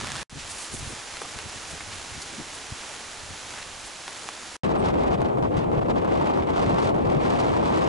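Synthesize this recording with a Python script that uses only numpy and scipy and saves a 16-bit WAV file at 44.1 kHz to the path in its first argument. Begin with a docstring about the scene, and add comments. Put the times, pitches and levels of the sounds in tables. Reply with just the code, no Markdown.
"""A burst of close rain spatters first. After a short silence, steady rain hisses in the trees along a
forest track: single drops tap close by, a walker's poncho swishes, a pole knocks once, grit crunches
underfoot, and a breeze flutters on the two microphone ports. After another short silence, strong gusts
on an open hillside buffet the ports: large eddies rumble, smaller ones roar, the smallest crackle and
hiss. One thin chirp and the faint hiss of far trees lie behind the wind."""
import sys
import numpy as np
from scipy import signal
from scipy.fft import rfft, irfft
from scipy.io import wavfile
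from scipy.ndimage import uniform_filter1d, minimum_filter1d

SR = 44100
rng = np.random.default_rng(int(sys.argv[2]) if len(sys.argv) > 2 else 0)


def int16_out(signal):
    """Quantize to a 16-bit WAV file."""
    q = np.round(np.clip(np.atleast_2d(signal).T, -1, 1) * 32767)
    wavfile.write(sys.argv[1], SR, q.astype(np.int16))


N = 347508
T, HZ = np.arange(N) / SR, np.arange(N // 2 + 1) * SR / N

# hillside wind strength: time_s, strength_db
WIND = [(4.65, 5), (4.78, -4), (4.86, 3.5), (4.95, -9), (4.99, 3.5), (5.11, -1.5), (5.26, -4), (5.36, -10),
        (5.42, -12.5), (5.48, -3), (5.55, -10.5), (5.66, -9), (5.84, -4.5), (6.06, -4.5), (6.15, 5.5),
        (6.25, 2), (6.40, -3.5), (6.52, 3), (6.58, 6.5), (6.7, 3), (6.78, 5.5), (6.845, 11.5), (6.895, 5),
        (6.908, -10), (6.975, -3.5), (7.03, 0), (7.17, 1), (7.24, 6.5), (7.38, 5.5), (7.5, 4), (7.66, 4),
        (7.73, 8.5), (7.86, 7)]
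# sharp gusts on top of it: centre_s, rise_db, length_s
GUSTS = [(4.645, 4, 0.0046), (4.868, 6.5, 0.028), (4.942, 11, 0.0043), (4.986, 4.5, .004),
         (5.138, 8, 0.013), (5.206, 9.5, .005), (5.26, 8, 0.003), (5.431, 12, .008), (5.576, 17, 0.028),
         (5.641, 4, .003), (5.776, 8.5, 0.0061), (5.822, 0, .004), (5.862, 4.5, .0035), (5.905, 11, 0.0081),
         (5.976, 10, .011), (6.425, 8, 0.0061), (6.628, 8, 0.0071), (7.07, 4, 0.004), (7.1, 6, .004),
         (7.303, 6, 0.0032), (7.405, 7, 0.0067), (7.735, -0.5, .01)]
# flow letting go of the ports: centre_s, change_db, length_s
LULLS = [(4.91, -2, 0.033), (5.17, -10, 0.0074), (5.315, 4, 0.016), (5.508, -11, 0.018),
         (5.63, -5.5, 0.016), (5.807, -22, 0.0036), (5.843, -18, 0.0026), (5.877, -4, 0.005),
         (5.933, -7, 0.0041), (6.455, -12, 0.013), (6.525, -8, .008), (6.922, -5, 0.0075),
         (7.052, -3, .008)]
def hill_wind():
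    """One gusty flow, chopped by eddies, drives both the buffeting and the hiss at the ports."""
    wind_db = curves(WIND)[0] + swings(GUSTS)
    lull_db = swings(LULLS)
    eddies = jolts(rate_per_s=65, decay_s=.014)
    return buffeting(wind_db, lull_db, eddies) + eddy_hiss(wind_db, lull_db, eddies)


# buffeting spectrum: freq_hz, density_db
BUFFET_SPECTRUM = [(13, -48), (22, -25), (59, -8), (119, -5.5), (331, -2.5), (867, -9.5), (1140, -13.5),
                   (1700, -30), (2210, -59), (3740, -120)]
# big eddies thumping the ports or leaving them slack: centre_s, change_db, length_s
SURGES = [(4.81, 7, .009), (5.315, -8, 0.03), (5.43, 6, 0.0083), (5.575, 13, 0.01), (5.78, 9, 0.0041),
          (6.04, -4.5, 0.014), (6.33, -5, 0.042), (6.49, -10, .012), (6.63, -2, .009), (6.675, 4, 0.012),
          (6.735, 7.5, 0.018), (7.05, 2.5, .04), (7.17, 4, .012), (7.275, -5, 0.0064), (7.505, 4, 0.014)]
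# swells and slumps of the low roar: centre_s, change_db, length_s
ROAR_SWINGS = [(4.912, -7, .008), (5.085, 2, 0.0097), (5.62, -3.5, 0.028), (5.70, 3, .018),
               (6.015, -2.5, 0.011), (6.125, 3.5, 0.016), (6.455, -2, 0.011), (6.835, 3.5, 0.017),
               (7.025, -1.5, 0.0098)]
def buffeting(wind_db, lull_db, eddies):
    """Large eddies rumble on both ports at once; smaller ones roar on each in turn."""
    surge_db = swings(SURGES)
    pressure = ports(colour(noise(), BUFFET_SPECTRUM, band_hz=(250, 1300)), HILL_PORTS)
    deep, roar = split(pressure, hz=192)
    waver_db = .38 * walk(1.66) + 1.1 * walk(30)
    rumble = unit(deep) * undb(-31 + .054 * wind_db + .13 * lull_db + surge_db + waver_db)
    # the roar brightens in a gust and dulls in a lull
    body, edge = split(roar, hz=765)
    body_db = .064 * wind_db + .3 * lull_db + .15 * surge_db + swings(ROAR_SWINGS) + .36 * walk(45)
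    edge_db = .42 * wind_db + lull_db + 1.5 * eddies
    return rumble + undb(-28.5 + 1.06 * eddies) * (body * undb(body_db) + edge * undb(edge_db))


# small-eddy spectrum: freq_hz, density_db
HISS_SPECTRUM = [(900, 0), (1500, 3), (2100, 4), (3200, -1), (4500, -7), (6000, -13), (8000, -17.5),
                 (9500, -23.5), (11000, -32)]
def eddy_hiss(wind_db, lull_db, eddies):
    """The smallest eddies tear past as crackling hiss; higher bands follow the wind more steeply."""
    rasp = noise() + .7 * patter(rate_per_s=1600, spread_db=2.2)
    hiss = ports(colour(rasp, HISS_SPECTRUM, band_hz=(2500, 10000)), HILL_PORTS)
    coarse, treble = split(hiss, hz=3620)
    fine, finest = split(treble, hz=6160)
    chop_depth_db = 3.5 * np.exp(-.05 * wind_db)  # slack wind is choppier
    chop_db = chop_depth_db * eddies + 2 * jolts(rate_per_s=140, decay_s=.005)
    speed_db = wind_db + lull_db + np.minimum(chop_db, 5)
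    return (coarse * undb(-49.5 + .6 * speed_db)
            + fine * undb(-50.5 + 1.14 * speed_db)
            + finest * undb(-50 + 1.29 * speed_db))


# close drops and one pole knock (the two rows at 1.22 s): start_s, attack_db, knock_db, pitch_hz
IMPACTS = [(0.012, -20, -19, 860), (.046, -24, -17, 870), (0.072, -18, -20, 900), (.104, -24, -22, 880),
           (.119, -12, -24, 900), (0.155, -15, -26, 860), (0.161, -17, -24, 810), (.167, -17, -26, 864),
           (0.191, -21, -24, 800), (0.215, -29, -31, 900), (1.17, -24, -21, 1300), (1.218, -32, -20, 460),
           (1.2205, -27, -25, 850), (1.3888, -18, -24, 900), (1.807, -33, -23, 860), (2.048, -31, -25, 860),
           (3.54, -33, -21, 950), (3.6277, -24, -26, 2000), (4.0799, -24, -16, 980),
           (4.2891, -42, -14, 835), (4.557, -41, -23, 880)]
# modes of what is struck: pitch_ratio, t60_s, level_db
IMPACT_MODES = [(.4, 0.028, -10), (1, 0.0075, 6), (1.4, 0.012, 1), (1.92, 0.004, -7), (2.67, .003, -9),
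                (3.4, .009, -11)]
def drops_and_pole_knock():
    """Close drops and one hollow knock of a walking pole: each a sharp attack and a brief ring."""
    out, t = np.zeros((2, N)), T[:2048]
    ratio, t60_s, mode_db = np.transpose(IMPACT_MODES)[:, :, None]
    for start_s, attack_db, knock_db, pitch_hz in IMPACTS:
        mode_hz = pitch_hz * ratio * np.exp(.04 * rng.standard_normal(ratio.shape))
        knock = np.sum(undb(mode_db - 60 * t / t60_s) * np.cos(2 * np.pi * mode_hz * t), axis=0)
        fizz = rng.standard_normal((3, len(t))) * np.exp(-t / .0013)  # shared, left, right
        click = np.exp(-t / .0001) * np.cos(2 * np.pi * 3500 * t)
        attack = .2 * (fizz[0] + .4 * fizz[1:]) + click
        i = int(start_s * SR)
        out[:, i:i + len(t)] += undb(knock_db) * knock / np.abs(knock).max() + undb(attack_db) * attack
    # the drops and the knock carry nothing below about 300 Hz
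    return signal.sosfilt(signal.butter(2, 300, "high", fs=SR, output="sos"), out)


# close rain spectrum: freq_hz, density_db
SHOWER_SPECTRUM = [(24, -42), (40, -6), (98, 0.5), (450, -11.5), (483, -13), (597, -10.5), (1720, -8),
                   (1890, -9), (6560, -15), (11000, -21.5), (14300, -51), (22000, -120)]
def shower():
    """Close rain: a dense spatter of impacts with a little hiss between them."""
    spatter = patter(rate_per_s=5000, spread_db=3.3) + undb(-4) * noise()
    return undb(-36) * ports(colour(spatter, SHOWER_SPECTRUM, band_hz=(400, 11000)), FOREST_PORTS)


# spectrum of rain in the trees: freq_hz, density_db
FOREST_SPECTRUM = [(30, -4), (100, -5), (170, -5), (280, -1.5), (600, -0.5), (820, 1), (1100, 0),
                   (1600, -0.5), (3000, -2.5), (4600, -3.5), (7300, -4), (8300, -9), (10300, -8.5),
                   (11100, -16.5)]
def forest_rain(start_s, fade_db=10, fade_s=.1, ease_db_per_s=.5):
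    """Far drops merge into hiss, nearer ones tick on leaves; the rain fades in, then slowly eases."""
    age_s = np.maximum(T - start_s, 0)
    rain_db = -39.5 - ease_db_per_s * age_s - fade_db * np.exp(-age_s / fade_s)
    leaves = patter(rate_per_s=1500, spread_db=2.5) * undb(-2.5 + walk(14))
    wash = noise() * undb(.25 * walk(9))
    return undb(rain_db) * ports(colour(wash + leaves, FOREST_SPECTRUM, (600, 6000)), FOREST_PORTS)


# poncho swishes: centre_s, level_db, length_s
SWISHES = [(.51, -36, 0.012), (.61, -38, 0.052), (.745, -36.5, 0.02), (.792, -39, .0063),
           (.88, -43.5, .051), (1.22, -43, .008), (1.71, -39.5, 0.011), (1.94, -47, .025),
           (2.222, -40, 0.008), (2.55, -40.5, 0.0099), (3.865, -41, 0.013)]
# wet fabric spectrum: freq_hz, density_db
PONCHO_SPECTRUM = [(800, -37), (2500, -8), (5000, 3), (7300, 7.5), (9500, 8), (11000, 3)]
def poncho():
    """Wet fabric slides and crinkles as the walker's poles swing."""
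    crinkle = noise() + patter(rate_per_s=4000, spread_db=3)
    return swells(SWISHES) * ports(colour(crinkle, PONCHO_SPECTRUM), FOREST_PORTS)


# boots and poles on gravel: centre_s, level_db, length_s, low_hz, high_hz
STEPS = [(0.401, -39.5, 0.019, 1500, 7400), (1.219, -38.5, 0.0035, 300, 563),
         (1.218, -38, .0035, 900, 1440), (1.254, -37, 0.0031, 700, 1400), (1.394, -41, 0.008, 700, 3500),
         (1.809, -36, 0.0032, 1700, 2400), (1.93, -37.5, 0.011, 1000, 5000), (2.222, -36, .005, 3960, 6500),
         (3.575, -44, 0.021, 1100, 2000), (3.628, -38, 0.0033, 1300, 4000)]
def footsteps():
    """Grit crunches under boots and poles in bursts of tiny impacts."""
    grit = ports(patter(rate_per_s=7000, spread_db=2.5), FOREST_PORTS)
    return sum(burst(grit, *step) for step in STEPS)


# light air on the ports: time_s, level_db
BREEZE = [(0.31, -61), (0.44, -48), (.66, -61), (.8, -42), (1.03, -60), (1.25, -57), (1.43, -54),
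          (1.64, -56), (1.8, -48), (2.2, -58), (2.28, -58), (2.9, -61), (3.35, -57), (3.75, -52.5),
          (4.1, -67), (4.55, -71)]
# its spectrum: freq_hz, density_db
BREEZE_SPECTRUM = [(20, -5), (50, 1.5), (110, 0), (190, -10.5), (300, -15), (600, -38), (1500, -66)]
# single eddies bumping the ports: centre_s, level_db, length_s, low_hz, high_hz
BUMPS = [(0.038, -32, 0.0047, 41, 253), (0.333, -39.5, .0078, 41, 200), (0.37, -36.5, 0.012, 55, 260),
         (0.74, -34.5, 0.0092, 41, 334), (0.828, -34, .005, 60, 169), (0.876, -34, 0.007, 41, 170),
         (0.904, -38.5, 0.0049, 200, 420), (0.93, -38.5, 0.0066, 60, 260), (1.366, -39, 0.0083, 50, 170),
         (1.462, -39.5, 0.015, 41, 300), (1.565, -43.5, 0.0095, 60, 330), (1.736, -38.5, 0.0093, 65, 190),
         (2.128, -43, 0.012, 30, 130), (2.174, -41, 0.017, 50, 264), (2.34, -45, 0.012, 130, 380),
         (2.402, -35.5, 0.013, 130, 298), (2.407, -42, 0.0073, 330, 600), (2.725, -29, 0.0042, 84, 165),
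         (3.237, -46, 0.022, 30, 100), (3.315, -41, 0.018, 25, 192), (4.257, -40, 0.0018, 90, 420),
         (4.433, -51, 0.0091, 90, 220)]
def breeze(wake_db=-21, wake_stretch=3.6):
    """Light air flutters on the ports; a stronger eddy thuds and stirs the air around it."""
    wake = swells([(centre_s, db + wake_db, wake_stretch * length_s)
                   for centre_s, db, length_s, *_ in BUMPS])
    envelope = np.hypot(undb(curves(BREEZE)[0]), wake) * undb(1.6 * walk(24.75))
    flutter = envelope * ports(colour(noise(), BREEZE_SPECTRUM), FOREST_PORTS)
    air = ports(noise(), FOREST_PORTS)
    return flutter + sum(burst(air, *bump) for bump in BUMPS)


def chirp(centre_s=4.799, level_db=-50.5, length_s=.013, pitch_hz=8300, glide_hz_per_s=-10000):
    """A thin, very high, rough chirp that falls in pitch."""
    offset_s = np.clip(T - centre_s, -3 * length_s, 3 * length_s)
    rough_hz = (pitch_hz + glide_hz_per_s * offset_s) * (1 + .045 * walk(1500))
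    return undb(level_db) * bell(centre_s, length_s) * np.sin(2 * np.pi * np.cumsum(rough_hz) / SR)


# spectrum of wind in far trees: freq_hz, density_db
TREES_SPECTRUM = [(900, 3), (3000, 2.5), (5500, -6), (7500, -5), (9500, -8.5), (11000, -16)]
def far_trees():
    """Far trees hiss faintly and steadily in the wind."""
    return undb(-62.5) * ports(colour(noise(), TREES_SPECTRUM, band_hz=(2500, 10000)), FOREST_PORTS)


# port pair in rain and among trees: freq_hz, coherence, left_lead_rad, left_minus_right_db
FOREST_PORTS = [(60, 0.75, 0, -0.5), (170, 0.6, 0.11, -0.5), (600, 0.81, 0.07, -0.5),
                (1500, 0.79, -0.047, -2.5), (6600, 0.82, 0.022, -1), (10000, 0.52, -.2, -1.2)]
# port pair in strong wind: freq_hz, coherence, left_lead_rad, left_minus_right_db
HILL_PORTS = [(60, .96, 0, 2.5), (130, .8, .2, 4.3), (220, .15, .9, 5.5), (290, .4, 3.2, 2.5),
              (480, .69, 3.6, .6), (1100, .88, 4, 1), (2100, .65, 4.2, -.5), (3400, .53, 4.8, 0),
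              (7000, .7, 5.9, 1), (11000, .5, 6, 3.5)]
def ports(pair, table):
    """Two unrelated sounds become left and right, partly alike; their mean keeps its level."""
    coherence, lead_rad, tilt_db = over_hz(table)
    coherence, lean = np.clip(coherence, 0, .99), undb(tilt_db / 2)
    left, other = rfft(pair)
    right = coherence * np.exp(-1j * lead_rad) * left + np.sqrt(1 - coherence ** 2) * other
    mid_gain = np.sqrt(lean ** 2 + lean ** -2 + 2 * coherence * np.cos(lead_rad)) / 2
    return irfft(np.array([left * lean, right / lean]) / mid_gain, N)


def undb(db):
    """Decibels to gain."""
    return 10 ** (np.asarray(db) / 20)


def unit(x):
    """Scale to rms 1."""
    return x / np.sqrt(np.mean(x ** 2))


def curves(table):
    """Each column of a time table, sample by sample."""
    time_s, *columns = np.transpose(table)
    return [np.interp(T, time_s, column) for column in columns]


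def over_hz(table):
    """Each column of a frequency table, joined on a log axis."""
    hz, *columns = np.transpose(table)
    return [np.interp(np.log(HZ + 1), np.log(hz), column) for column in columns]


def colour(x, spectrum, band_hz=(0, SR)):
    """Give white sound a spectrum; rms 1 inside the band."""
    gain = undb(over_hz(spectrum)[0])
    inside = (HZ >= band_hz[0]) & (HZ < band_hz[1])
    return irfft(rfft(unit(x)) * gain / np.sqrt(np.mean(gain ** 2 * inside)), N)


def split(x, hz):
    """The parts below and above a frequency."""
    low, spectrum = 1 / (1 + (HZ / hz) ** 6), rfft(x)
    return irfft(spectrum * low, N), irfft(spectrum * (1 - low), N)


def noise():
    """Two unrelated white noises."""
    return rng.standard_normal((2, N))


def patter(rate_per_s, spread_db):
    """Two streams of tiny impacts, most small and a few large."""
    size = undb(spread_db * np.minimum(rng.exponential(size=(2, N)), 5))
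    hits = rng.random((2, N)) < rate_per_s / SR
    return unit(hits * size * np.sign(noise()))


def walk(rate_hz):
    """Random held levels, smoothed twice; rms 1."""
    hold = max(int(SR / rate_hz), 2)
    held = np.repeat(rng.standard_normal(N // 20)[:N // hold + 1], hold)[:N]
    return unit(uniform_filter1d(uniform_filter1d(held, hold), hold))


def jolts(rate_per_s, decay_s):
    """Each new eddy takes over suddenly with its own strength and dies away; rms 1."""
    arrives, strength = rng.random(N) < rate_per_s / SR, .5 + rng.random(N)
    latest = np.maximum.accumulate(np.arange(N) * arrives)
    level = strength[latest] * np.exp(-(T - T[latest]) / decay_s)
    return unit(level - level.mean())


def bell(centre_s, length_s):
    """Gaussian swell, peak 1; length_s is its standard deviation."""
    return np.exp(-.5 * ((T - centre_s) / length_s) ** 2)


def swells(table):
    """Bell-shaped swells, summed as gain."""
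    return sum(undb(db) * bell(centre_s, length_s) for centre_s, db, length_s in table)


def swings(table, skew=.3):
    """Skewed bells, summed in dB; the level rises faster than it falls."""
    return sum(db * bell(centre_s, length_s * np.exp(skew * np.sign(db * (T - centre_s))))
               for centre_s, db, length_s in table)


def burst(source, centre_s, level_db, length_s, low_hz, high_hz):
    """A short bell-shaped burst of one band of a sound."""
    out, near = np.zeros((2, N)), np.abs(T - centre_s) < .2
    shape = bell(centre_s, length_s)[near]
    bandpass = signal.butter(3, [low_hz, high_hz], "band", fs=SR, output="sos")
    band = shape * signal.sosfilt(bandpass, source[:, near])
    out[:, near] = undb(level_db) * band * np.sqrt(np.mean(shape ** 2) / np.mean(band ** 2))
    return out


def during(start_s, end_s):
    """Gate: 1 inside the span, then a faint short tail."""
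    tail = undb(-24 - 950 * np.maximum(T - end_s, 0))
    return uniform_filter1d((T >= start_s) * np.where(T < end_s, 1, tail), size=16)


def scene():
    """Close rain, forest track and hillside in turn, with short silences between."""
    track_start_s = .296
    near = breeze() + drops_and_pole_knock()
    opening = during(0, .231) * (shower() + near)
    track = during(track_start_s, 4.567) * (forest_rain(track_start_s) + poncho() + footsteps() + near)
    hill = during(4.634, 7.9) * (hill_wind() + far_trees() + chirp())
    return opening + track + hill


def record(dry):
    """A fast limiter holds the strongest peaks down; the top is cut steeply."""
    ceiling_db, top_hz = -11.5, 11050
    allowed_gain = np.minimum(1, undb(ceiling_db) / (np.abs(dry).max(axis=0) + 1e-9))
    gain = uniform_filter1d(minimum_filter1d(allowed_gain, size=500), size=500)
    return signal.sosfilt(signal.ellip(12, .2, 70, top_hz, fs=SR, output="sos"), dry * gain)


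dry = scene()
out = record(dry)
int16_out(out)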